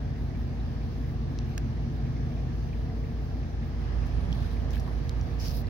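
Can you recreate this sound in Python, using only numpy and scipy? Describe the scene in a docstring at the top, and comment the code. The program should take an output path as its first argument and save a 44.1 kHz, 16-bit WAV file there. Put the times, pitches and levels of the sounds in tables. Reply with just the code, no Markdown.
"""Freighter passing a pier

A slow diesel throbs as harmonics of its engine cycle, machines hum as wavering sine lines, and
shaped noise makes the hull's rumble, the ventilators' roar and the wash and spray along the hull.
A hand-held camera swings round to face the ship: levels, panning and the water's delay between its
two ports change. Small lapping splashes, light wind buffeting, a sleeve's filtered rustle,
the hand's faint rub and handling clicks that ring the case are heard close by."""
import sys
import numpy as np
from scipy import signal
from scipy.fft import rfft, irfft, next_fast_len
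from scipy.io import wavfile
from scipy.ndimage import uniform_filter1d, map_coordinates

SR = 44100
rng = np.random.default_rng(int(sys.argv[2]) if len(sys.argv) > 2 else 0)


def materialize(psi):
    """Save the field psi as 16-bit PCM at rate SR to the path in sys.argv[1].

    A 1-D psi becomes a single channel; in a 2-D psi each row is a channel.
    """
    bounded = np.clip(np.atleast_2d(psi).T, -1, 1)
    quanta = np.round(bounded * 32767).astype(np.int16)
    wavfile.write(sys.argv[1], SR, quanta)


N = 250929

# correlation of the left and right noise: f/Hz, correlation coefficient
ALIKE = [(40, 0.34), (260, 0.98), (400, 0.093), (560, 0.15), (720, 0.58), (1000, 0.09), (1700, 0.024),
         (2700, 0.09), (4500, 0.036), (9000, 0.062)]
# fine treble of anything touching the camera: f/Hz, relative spectral level/dB
SHEEN = [(5000, -53), (8200, -20), (10000, -8), (13000, -5), (15500, -3.5)]

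# the camera starts to turn; its ports open to the hull; it has swung right round
TURN_S, TURN_TAKES_S, SWING_TAKES_S = 3.68, 0.25, 1.67
ROOM_FROM_S, ROOM_UNTIL_S, ROOM_EDGE_S = 0.78, 2.95, 0.5  # the engine room slides by
BASS_PAN_DB = -6  # left minus right of the bass once the camera has turned

CYCLE_HZ = 5.034  # the engine cycle
BOOM_ORDER = 11  # the multiple of the cycle that the stack resonates with
BOOM_DB, BOOM_SLOPE_DB_PER_S = -35, -0.04  # starting level, steady drift
BOOM_TURN_DB, BOOM_SWING_DB = 6, -3.5  # change with the turn and with the swing
OVERTONE_DB, OVERTONE_ROOM_DB = -1, 3.5  # gain of the higher exhaust lines; extra beside the engine room
OVERTONE_TURN_LOSS_DB = 1.5  # what the higher exhaust lines lose with the turn
THROB_S = 0.02492  # lines near the boom swell together here, and once in every cycle after
THROB_SPAN_ORDERS = 8  # distance from the boom at which the phases scatter fully
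PUMP_DB, PUMP_ROOM_DB = -60, 16.5  # level; gain beside the engine room
PUMP_HZ, PUMP_RISE_HZ = 111.5, 3.5  # starting pitch, and its climb while the engine room passes

RUMBLE_DB, RUMBLE_FADE_DB_PER_S = -41.5, 0.37  # the hull rumble recedes
VENT_DB, VENT_TURN_DB, VENT_SWING_DB = -50.5, 2.35, -1.1  # level; change with the turn and with the swing
SWEEP_S, SWEEP_HALF_S = 4.49, 0.48  # the camera sweeps across the ventilators
RUMBLE_SWEEP_DB, VENT_SWEEP_DB = 1.5, 1  # gains in that sweep

WASH_DB, WASH_TURN_DB, LAPS_DB = -56, 4.5, -9.5  # level; gain with the turn; wavelets against the wash
SPRAY_DB, SPRAY_TURN_DB = -58, 3  # level; gain with the turn
SURGE_DB, SURGES_PER_S = .2, 2.7  # random waver of the water: scale, rate
WATER_ROOM_DB, WATER_SWING_DB = 0.5, -1.6  # change beside the engine room, and with the swing
LAG_BEFORE_MS, LAG_AFTER_MS = 0.45, -0.41  # lag of the left port, before and after the swing

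GRIP_DB, GRIP_PAN_DB = -74.5, -5.5  # level, left minus right
WIND_DB, WIND_TURN_DB = -51, 11  # level in the lee; gain with the turn
GUST_S = 0.43  # half length of a gust
NEAR_LAP_HALF_S = 0.014  # half length of a nearer splash
CRACK_T60_S = 0.0072  # decay time of a click's crack
PORT_SPREAD = .35  # largest share of a cycle added at random to a mode's phase at each port

STROKE_BRIGHTENS_DB, STROKE_SAGS_DB = 2, 4  # sheen's rise and body's fall through a stroke
STROKE_EDGE_SHARE = 0.26  # share of a stroke's length that its rise takes, and its fall
WEAVE_DB = 1.3  # fine roughness of the weave, rms
PRESSURE_DB, PRESSURE_PER_S = 1, 35  # slower changes of pressure: scale, rate
SNAGS_PER_S, SNAG_S = 210, 0.0012  # how often the cloth catches; time constant of a catch's power

TOP_HZ = 15850  # band limit of the camera


def amp(db):
    """Level and amplitude: converts decibels to gain."""
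    return 10 ** (np.asarray(db) / 20)


def unit(x):
    """Normalization: scales a signal to rms 1."""
    return x / np.sqrt(np.mean(x ** 2) + 1e-20)


def along(points, hz):
    """Logarithmic frequency scale: interpolates (f/Hz, value) points."""
    f, v = np.transpose(points)
    return np.interp(np.log(hz + 1), np.log(f + 1), v)


def colour(points, hz):
    """Spectral shaping: gain that follows the points and falls away beyond both ends."""
    low_edge = np.minimum(1, hz / points[0][0])
    high_edge = np.minimum(1, points[-1][0] / (hz + 1)) ** 2
    return amp(along(points, hz)) * low_edge * high_edge


def wobble(rate):
    """Slow random modulation: a smooth curve through rate random knots a second."""
    coarse = np.linspace(0, N / SR * rate, N // 256)
    smooth = map_coordinates(rng.standard_normal(256), [coarse + 2], mode="wrap")
    return np.interp(np.linspace(0, 1, N), np.linspace(0, 1, len(smooth)), smooth)


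def ramp(start_s, takes_s):
    """Raised-cosine transition: a smooth step from 0 to 1."""
    return np.sin(np.pi / 2 * np.clip((np.arange(N) / SR - start_s) / takes_s, 0, 1)) ** 2


def swell(start_s, end_s, edge_s):
    """Raised-cosine envelope: rises, holds at 1, falls."""
    return ramp(start_s, edge_s) * (1 - ramp(end_s - edge_s, edge_s))


def bump(centre_s, half_s):
    """Gaussian envelope: rises to 1 and falls, down to 1/e at half_s from the centre."""
    return np.exp(-((np.arange(N) / SR - centre_s) / half_s) ** 2)


def filtered(x, response):
    """Linear filtering: multiplies the spectrum by a complex frequency response."""
    m = next_fast_len(N + SR // 2)
    return irfft(rfft(x, m) * response(np.fft.rfftfreq(m, 1 / SR)), m)[..., :N]


def panned(pan_db):
    """Interchannel level difference: left and right gains of mean 1."""
    gains = amp(np.array([np.atleast_1d(pan_db), -np.atleast_1d(pan_db)]) / 2)
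    return gains / gains.mean(axis=0)


def rush(spectrum, alike, patchy_db):
    """Turbulence noise: partly correlated stereo of rms 1, with time-frequency patches of random gain."""
    z = signal.stft(rng.standard_normal((2, N)), nperseg=512)[2]
    field = uniform_filter1d(rng.standard_normal(z.shape[1:]), size=6, axis=0)
    field = uniform_filter1d(field, size=14, axis=1)
    pair = signal.istft(z * amp(patchy_db * unit(field)), nperseg=512)[1][:, :N]

    def mid_side(hz):
        # these shares of mid and side give the wanted correlation
        turn = np.arccos(np.clip(along(alike, hz), -1, 1)) / 2
        return colour(spectrum, hz) * [np.cos(turn), np.sin(turn)]

    mid, side = filtered(pair, mid_side)
    return unit(np.array([mid + side, mid - side]))


def tone(hz, waver_db, drift, start_turns=None):
    """Propagation fluctuation: a line of rms 1 whose level and phase wander on the way over the water."""
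    start = rng.random() if start_turns is None else start_turns
    phase = 2 * np.pi * (hz * np.arange(N) / SR + start) + drift * wobble(2.22)
    return unit(np.sin(phase) * amp(waver_db * wobble(2.34)))


def motion():
    """Relative motion as controls from 0 to 1: engine room alongside, camera turned, camera swung round."""
    alongside = swell(ROOM_FROM_S, ROOM_UNTIL_S, ROOM_EDGE_S)
    return alongside, ramp(TURN_S, TURN_TAKES_S), ramp(TURN_S, SWING_TAKES_S)


def diesel(alongside, turned, swung):
    """Harmonic series: unequal cylinders excite multiples of the cycle, in step near the stack's boom."""
    # exhaust lines: multiple of the engine cycle, level/dB before the gains below
    exhaust = [(7, -55), (10, -52), (12, -42), (13, -55), (16, -39), (17, -45), (18, -46), (19, -50),
               (22, -52), (23, -47), (24, -54), (25, -46), (26, -43), (27, -52), (28, -51), (29, -48),
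               (31, -50), (32, -55), (33, -51), (35, -55), (40, -60), (46, -57), (53, -60), (55, -60)]
    # brief swell of the boom: centre t/s, half length/s, gain/dB
    swell_s, swell_half_s, swell_db = (2.7, 0.45, 1.8)
    boom_db = BOOM_DB + BOOM_SLOPE_DB_PER_S * np.arange(N) / SR
    boom_db = boom_db + BOOM_TURN_DB * turned + BOOM_SWING_DB * swung
    boom_db = boom_db + swell_db * bump(swell_s, swell_half_s)
    pan_db = BASS_PAN_DB * turned
    overtone_db = OVERTONE_DB + OVERTONE_ROOM_DB * alongside - OVERTONE_TURN_LOSS_DB * turned
    crank = rng.random()
    out = amp(boom_db) * tone(BOOM_ORDER * CYCLE_HZ, .2, .03, crank) * panned(pan_db)
    for order, db in exhaust:
        apart = order - BOOM_ORDER
        scatter = min(1, abs(apart) / THROB_SPAN_ORDERS) * (rng.random() - .5)
        start_turns = crank - apart * CYCLE_HZ * THROB_S + scatter
        # the short waves are shaded by the hull; the long ones gather beside it
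        short = np.clip(order * CYCLE_HZ / 40 - 2, 0, 1)
        line = tone(order * CYCLE_HZ, .3 + .6 * short, .04 + .1 * short, start_turns)
        out += amp(db + short * overtone_db) * line * panned((1 - short) * pan_db)
    return out


def machinery(alongside):
    """Tonal machine noise: each machine is loudest abeam; a pump's harmonics drone by the engine room."""
    # fans and generators along the hull: f/Hz, level abeam/dB, level waver scale/dB,
    # phase drift scale/rad, abeam at t/s, time until 3 dB down/s
    machines = [(71.3, -47, 1.5, .2, 4.5, 1.9), (108.3, -49.5, 2, .2, 1.5, 1),
                (161.5, -51.5, 2, .6, 2.2, 1), (220.4, -46, 1.5, .4, .7, 1.2),
                (225.5, -49.5, 2.5, 1.6, 4.3, .9), (240.6, -47, 1.5, .25, 1.8, 4.5),
                (280.4, -60, 2, .4, 3, 2), (308, -63, 2, .4, 1.5, 3), (321, -62, 2, .5, 2.5, 1.5),
                (340, -56, 2, 1, 4.5, .35), (362.9, -56.5, 2, .35, 4.5, 4), (440.9, -56, 3, .8, 2, 1.5),
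                (468.3, -53.5, 2.2, .5, 4.1, 1.7)]
    # pump harmonics: multiple of its pitch, relative level/dB
    pump_orders = [(1, 0.5), (2, -3.5), (3, -8)]
    t = np.arange(N) / SR
    hums = 0
    for hz, db, waver_db, drift, abeam_s, pass_s in machines:
        passing = 1 / np.hypot(1, (t - abeam_s) / pass_s)
        hums = hums + amp(db) * passing * tone(hz, waver_db, drift)
    pump_hz = PUMP_HZ + PUMP_RISE_HZ * ramp(ROOM_FROM_S, ROOM_UNTIL_S - ROOM_FROM_S)
    turns = np.cumsum(pump_hz) / SR
    pump = sum(amp(db) * np.sin(2 * np.pi * (order * turns + rng.random())) for order, db in pump_orders)
    return hums + amp(PUMP_DB + PUMP_ROOM_DB * alongside) * unit(pump)


def hull(turned, swung):
    """Broadband radiation: a receding rumble and a ventilator roar, both lifted as the camera sweeps past."""
    # hull rumble: f/Hz, relative spectral level/dB
    rumble = [(18, -12), (45, -5), (80, -6), (112, -4), (160, -6.5), (192, -12), (222, -3), (243, -7),
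              (262, -4), (290, -8), (335, -10), (370, -17), (470, -22), (700, -50)]
    # ventilators: f/Hz, relative spectral level/dB
    roar = [(200, -19.5), (380, -1), (520, -3), (750, -2.5), (950, -12), (1300, -21)]
    sweep = bump(SWEEP_S, SWEEP_HALF_S)
    rumble_db = RUMBLE_DB - RUMBLE_FADE_DB_PER_S * np.arange(N) / SR + RUMBLE_SWEEP_DB * sweep
    vent_db = VENT_DB + VENT_TURN_DB * turned + VENT_SWING_DB * swung + VENT_SWEEP_DB * sweep
    return amp(rumble_db) * rush(rumble, ALIKE, patchy_db=.8) + amp(vent_db) * rush(roar, ALIKE, patchy_db=1.2)


def laps(count=240, spread_db=2, lap_hz=1750):
    """Superposed transients: wavelets lap at the pier, each a brief splash at its own pitch, rms 1 in all."""
    t, out = np.arange(SR // 20) / SR, np.zeros(N + SR)
    for when, (size, pitch) in zip(rng.random(count), rng.standard_normal((count, 2))):
        hz = lap_hz * np.exp(.27 * pitch)
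        # slow noise on a carrier makes a narrow band
        splash = uniform_filter1d(rng.standard_normal(len(t)), size=110) * np.sin(2 * np.pi * hz * t)
        envelope = t * np.exp(-t / .006)
        out[int(when * N):][:len(t)] += amp(spread_db * np.clip(size, -2, 1.5)) * splash * envelope
    return unit(out[:N])


def water(alongside, turned, swung):
    """Interchannel delay: wash and spray along the hull cross from right to left as the camera swings."""
    # wash: f/Hz, relative spectral level/dB
    wash_spectrum = [(500, 4), (740, -3), (1000, 5.5), (1250, 4), (1420, -3.5), (1700, 5), (2000, -2.5),
                     (2600, -7), (4000, -18.5)]
    # spray: f/Hz, relative spectral level/dB
    spray_spectrum = [(1200, 8), (2600, 4.5), (3500, 4), (5000, 3.5), (6100, -0.5), (7000, -12),
                      (8300, -19.5), (10000, -13), (12500, -40), (15500, -16)]
    # balance of the spray: f/Hz, left minus right level/dB
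    spray_pan = [(2500, 0.5), (4000, -2.5), (6000, -9.5), (8000, 7), (14000, -13)]
    flow_db = SURGE_DB * wobble(SURGES_PER_S) + WATER_ROOM_DB * alongside + WATER_SWING_DB * swung
    lag_ms = LAG_BEFORE_MS + (LAG_AFTER_MS - LAG_BEFORE_MS) * swung
    flow = rush(wash_spectrum, ALIKE, patchy_db=1)
    fizz = rush(spray_spectrum, ALIKE, patchy_db=1.1)
    wash = amp(WASH_DB + WASH_TURN_DB * turned + flow_db) * (flow + amp(LAPS_DB) * laps())
    spray = amp(SPRAY_DB + SPRAY_TURN_DB * turned + flow_db) * fizz
    left, right = wash + filtered(spray, lambda hz: panned(along(spray_pan, hz)))
    return np.array([map_coordinates(left, [np.arange(N) - lag_ms * SR / 1000]), right])


def grip():
    """Friction noise: the hand rubs faintly and unevenly on the camera all the while."""
    rub = amp(2.2 * wobble(18)) * rush(SHEEN, ALIKE, patchy_db=2.5)
    return amp(GRIP_DB) * rub * panned(GRIP_PAN_DB)


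def wind(turned):
    """Pressure fluctuation: low lumps of air hit the ports in gusts, harder once the camera turns."""
    # buffeting: f/Hz, relative spectral level/dB
    buffet = [(15, -29), (42, 1.5), (75, 5), (130, 1.5), (180, -6), (300, -36)]
    # gusts: t/s, gain/dB
    gusts = [(.17, 15.5), (4.32, 7), (5.62, 7)]
    gust_db = sum(db * bump(s, GUST_S) for s, db in gusts)
    lumps = unit(amp(1.2 * wobble(9)) * rush(buffet, [(60, 1.0)], patchy_db=.8))  # the same at both ports
    return amp(WIND_DB + WIND_TURN_DB * turned + gust_db) * lumps * panned(BASS_PAN_DB * turned)


def near_laps():
    """Gated noise: a few wavelets splash softly right below the camera."""
    # splashes: t/s, level/dB
    lap_times = [(.35, -59), (.53, -58), (2.06, -55), (3.63, -55)]
    # splash: f/Hz, relative spectral level/dB
    splash = [(1200, -14), (1750, 0), (2400, -4), (3500, -18)]
    return sum(amp(db) * bump(s, NEAR_LAP_HALF_S) for s, db in lap_times) * rush(splash, ALIKE, patchy_db=1)


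def clicks():
    """Modal excitation: fingers shift, and each snap cracks and rings the case modes nearest its pitch."""
    # modes of the camera's case: f/Hz, relative level/dB, t60/s
    case_modes = [(1300, -5, .006), (1640, 0, .009), (2100, -6, .005), (2670, 2, .009), (3270, -5, .01),
                  (3800, 0, .005), (4450, -2, .005), (5000, -4, .004), (5560, 0, .005), (6100, -3, .004)]
    # crack: f/Hz, relative spectral level/dB
    crack_spectrum = [(3000, -2), (6500, 6.5), (8000, -9), (10500, -2.5), (12500, -7), (15500, -6)]
    # handling clicks: t/s, ring level/dB, pitch f/Hz, width/octaves, crack level/dB, crack left minus right/dB
    snaps = [(1.3882, -26.5, 4840, 0.48, -49, 12), (1.5773, -27.5, 1800, 0.33, -45, 0),
             (1.5792, -26, 2590, 2.8, -28.5, -4), (4.069, -52, 5500, .4, -48, 10),
             (4.3268, -29.5, 3160, 0.11, -49, -2), (4.3282, -31, 5370, .2, -50, 4),
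             (4.707, -39, 5400, 0.4, -45, -5), (4.733, -41, 3800, .4, -43, 2),
             (4.747, -38, 3300, 0.27, -56, -4), (4.769, -33.5, 1750, .2, -53, -2),
             (4.7977, -36, 5400, 0.25, -58, 3), (4.802, -50, 5500, .4, -42, 3),
             (4.878, -39, 1500, .3, -53, -2), (5.094, -30, 4180, .24, -36.5, -5),
             (5.212, -32, 5350, .15, -64, 2), (5.67, -37, 4400, 0.093, -60, -8)]
    t, out = np.arange(SR // 20) / SR, np.zeros((2, N + SR))
    hz, mode_db, t60 = np.transpose(case_modes)[:, :, None]
    onset = 1 - np.exp(-t / .0002)
    crack_gain = colour(crack_spectrum, np.fft.rfftfreq(len(t), 1 / SR))
    for s, ring_db, pitch_hz, octaves, crack_db, crack_pan_db in snaps:
        weight = amp(mode_db) * np.exp(-(np.log2(hz / pitch_hz) / octaves) ** 2 / 2)
        phase = rng.random((len(case_modes), 1)) + PORT_SPREAD * rng.random((2, len(case_modes), 1))
        modes = weight * amp(-60 * t / t60) * np.sin(2 * np.pi * (hz * t + phase))
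        ring = np.sum(modes, axis=1) * onset / np.linalg.norm(weight)
        noise = irfft(rfft(rng.standard_normal((2, len(t)))) * crack_gain, len(t))
        crack = unit(noise) * amp(-60 * t / CRACK_T60_S) * onset * panned(crack_pan_db)
        out[:, round(s * SR):][:, :len(t)] += amp(ring_db) * ring + amp(crack_db) * crack
    return out[:, :N]


def contact(count, body_hz, octaves, sheen_db, sheen_pan_db):
    """Contact noise: a broad body resonance and a sheen favouring the nearer port, rms 1 together."""
    size = next_fast_len(count)
    hz = np.fft.rfftfreq(size, 1 / SR)
    edge_hz = max(7000, 1.2 * body_hz)
    resonance = 1 / (1 + (np.log2((hz + 1) / body_hz) / octaves) ** 2 / 2)
    body = resonance / (1 + (hz / edge_hz) ** 12)
    sheen = amp(sheen_db) * colour(SHEEN, hz) * panned(sheen_pan_db)
    noise = rfft(rng.standard_normal((2, size)))
    parts = np.array([irfft(noise * gain, size)[:, :count] for gain in (body, sheen)])
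    return parts / np.std(sum(parts))


def snags():
    """Stick-slip: power of random, quickly dying catches in the cloth, mean 1."""
    catches = (rng.random(N) < SNAGS_PER_S / SR) * rng.random(N)
    power = signal.lfilter([1], [1, -np.exp(-1 / (SNAG_S * SR))], catches)
    return power / power.mean()


def sleeve():
    """Sliding friction: cloth strokes start dull and end bright, crackling as the weave catches."""
    # strokes: start t/s, end t/s, level/dB, body f/Hz, body width/octaves, sheen gain/dB,
    # sheen left minus right/dB, crackle (0-1)
    strokes = [(4.05, 4.093, -67, 4500, .3, 4, 8, .3), (4.11, 4.303, -73, 10400, .08, -9, 7, .3),
               (4.255, 4.613, -58.5, 3770, .32, -13, 7, 0.5), (4.28, 4.647, -72, 10600, .06, -11, 3, 0),
               (4.698, 4.733, -56, 5470, 0.2, -12, -6, .4), (4.715, 4.801, -51.5, 2900, 0.39, -9, 4, 0.64),
               (4.712, 4.83, -65, 5000, .3, 9, 3, 0.6), (4.78, 5.034, -71, 10800, .08, 2, 6, .3),
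               (4.875, 4.888, -45, 1040, 0.12, -39, 0, 0), (5.098, 5.405, -70, 4000, .27, 10, 6, .4),
               (5.375, 5.577, -55.5, 2700, 0.27, -23, -7, 0.2),
               (5.377, 5.545, -46, 5170, 0.18, -12, -11, 0), (5.443, 5.64, -49.5, 4700, 0.23, -4, -13, 0.2),
               (5.53, 5.63, -66, 15300, 0.038, -20, -7, .1)]
    t, out = np.arange(N) / SR, np.zeros((2, N))
    weave_db = WEAVE_DB * unit(uniform_filter1d(rng.standard_normal(N), size=150))
    rough = amp(weave_db + PRESSURE_DB * wobble(PRESSURE_PER_S))
    catches = snags()
    for start, end, db, body_hz, octaves, sheen_db, sheen_pan_db, crackle in strokes:
        progress = np.clip((t - start) / (end - start), 0, 1) - .5
        grain = np.sqrt(1 + np.clip(crackle, 0, 1) * (catches - 1))
        body, sheen = contact(N, body_hz, octaves, sheen_db, sheen_pan_db)
        rub = body * amp(-STROKE_SAGS_DB * progress) + sheen * amp(STROKE_BRIGHTENS_DB * progress)
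        envelope = swell(start, end, STROKE_EDGE_SHARE * (end - start))
        out += amp(db) * rough * grain * envelope * rub
    return out


def scene():
    """Superposition: the ship and the small sounds at the camera add."""
    alongside, turned, swung = motion()
    ship = diesel(alongside, turned, swung) + machinery(alongside) + hull(turned, swung)
    ship = ship + water(alongside, turned, swung)
    return ship + grip() + wind(turned) + near_laps() + clicks() + sleeve()


def record(dry):
    """Interchannel phase: the two ports differ in phase, and the camera keeps nothing above its band limit."""
    # phase between the ports: f/Hz, lead of the left port/rad
    port_phase = [(50, 0.41), (90, 0.95), (140, 0.34), (260, 0.34), (360, 1), (470, -1.23), (650, 0.39),
                  (1000, -0.29)]
    eased = dry * swell(0, N / SR, .004)

    def response(hz):
        phase = np.outer([1, -1], along(port_phase, hz)) / 2
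        return np.exp(1j * phase) * (hz < TOP_HZ)

    return filtered(eased, response)


dry = scene()
out = record(dry)
materialize(out)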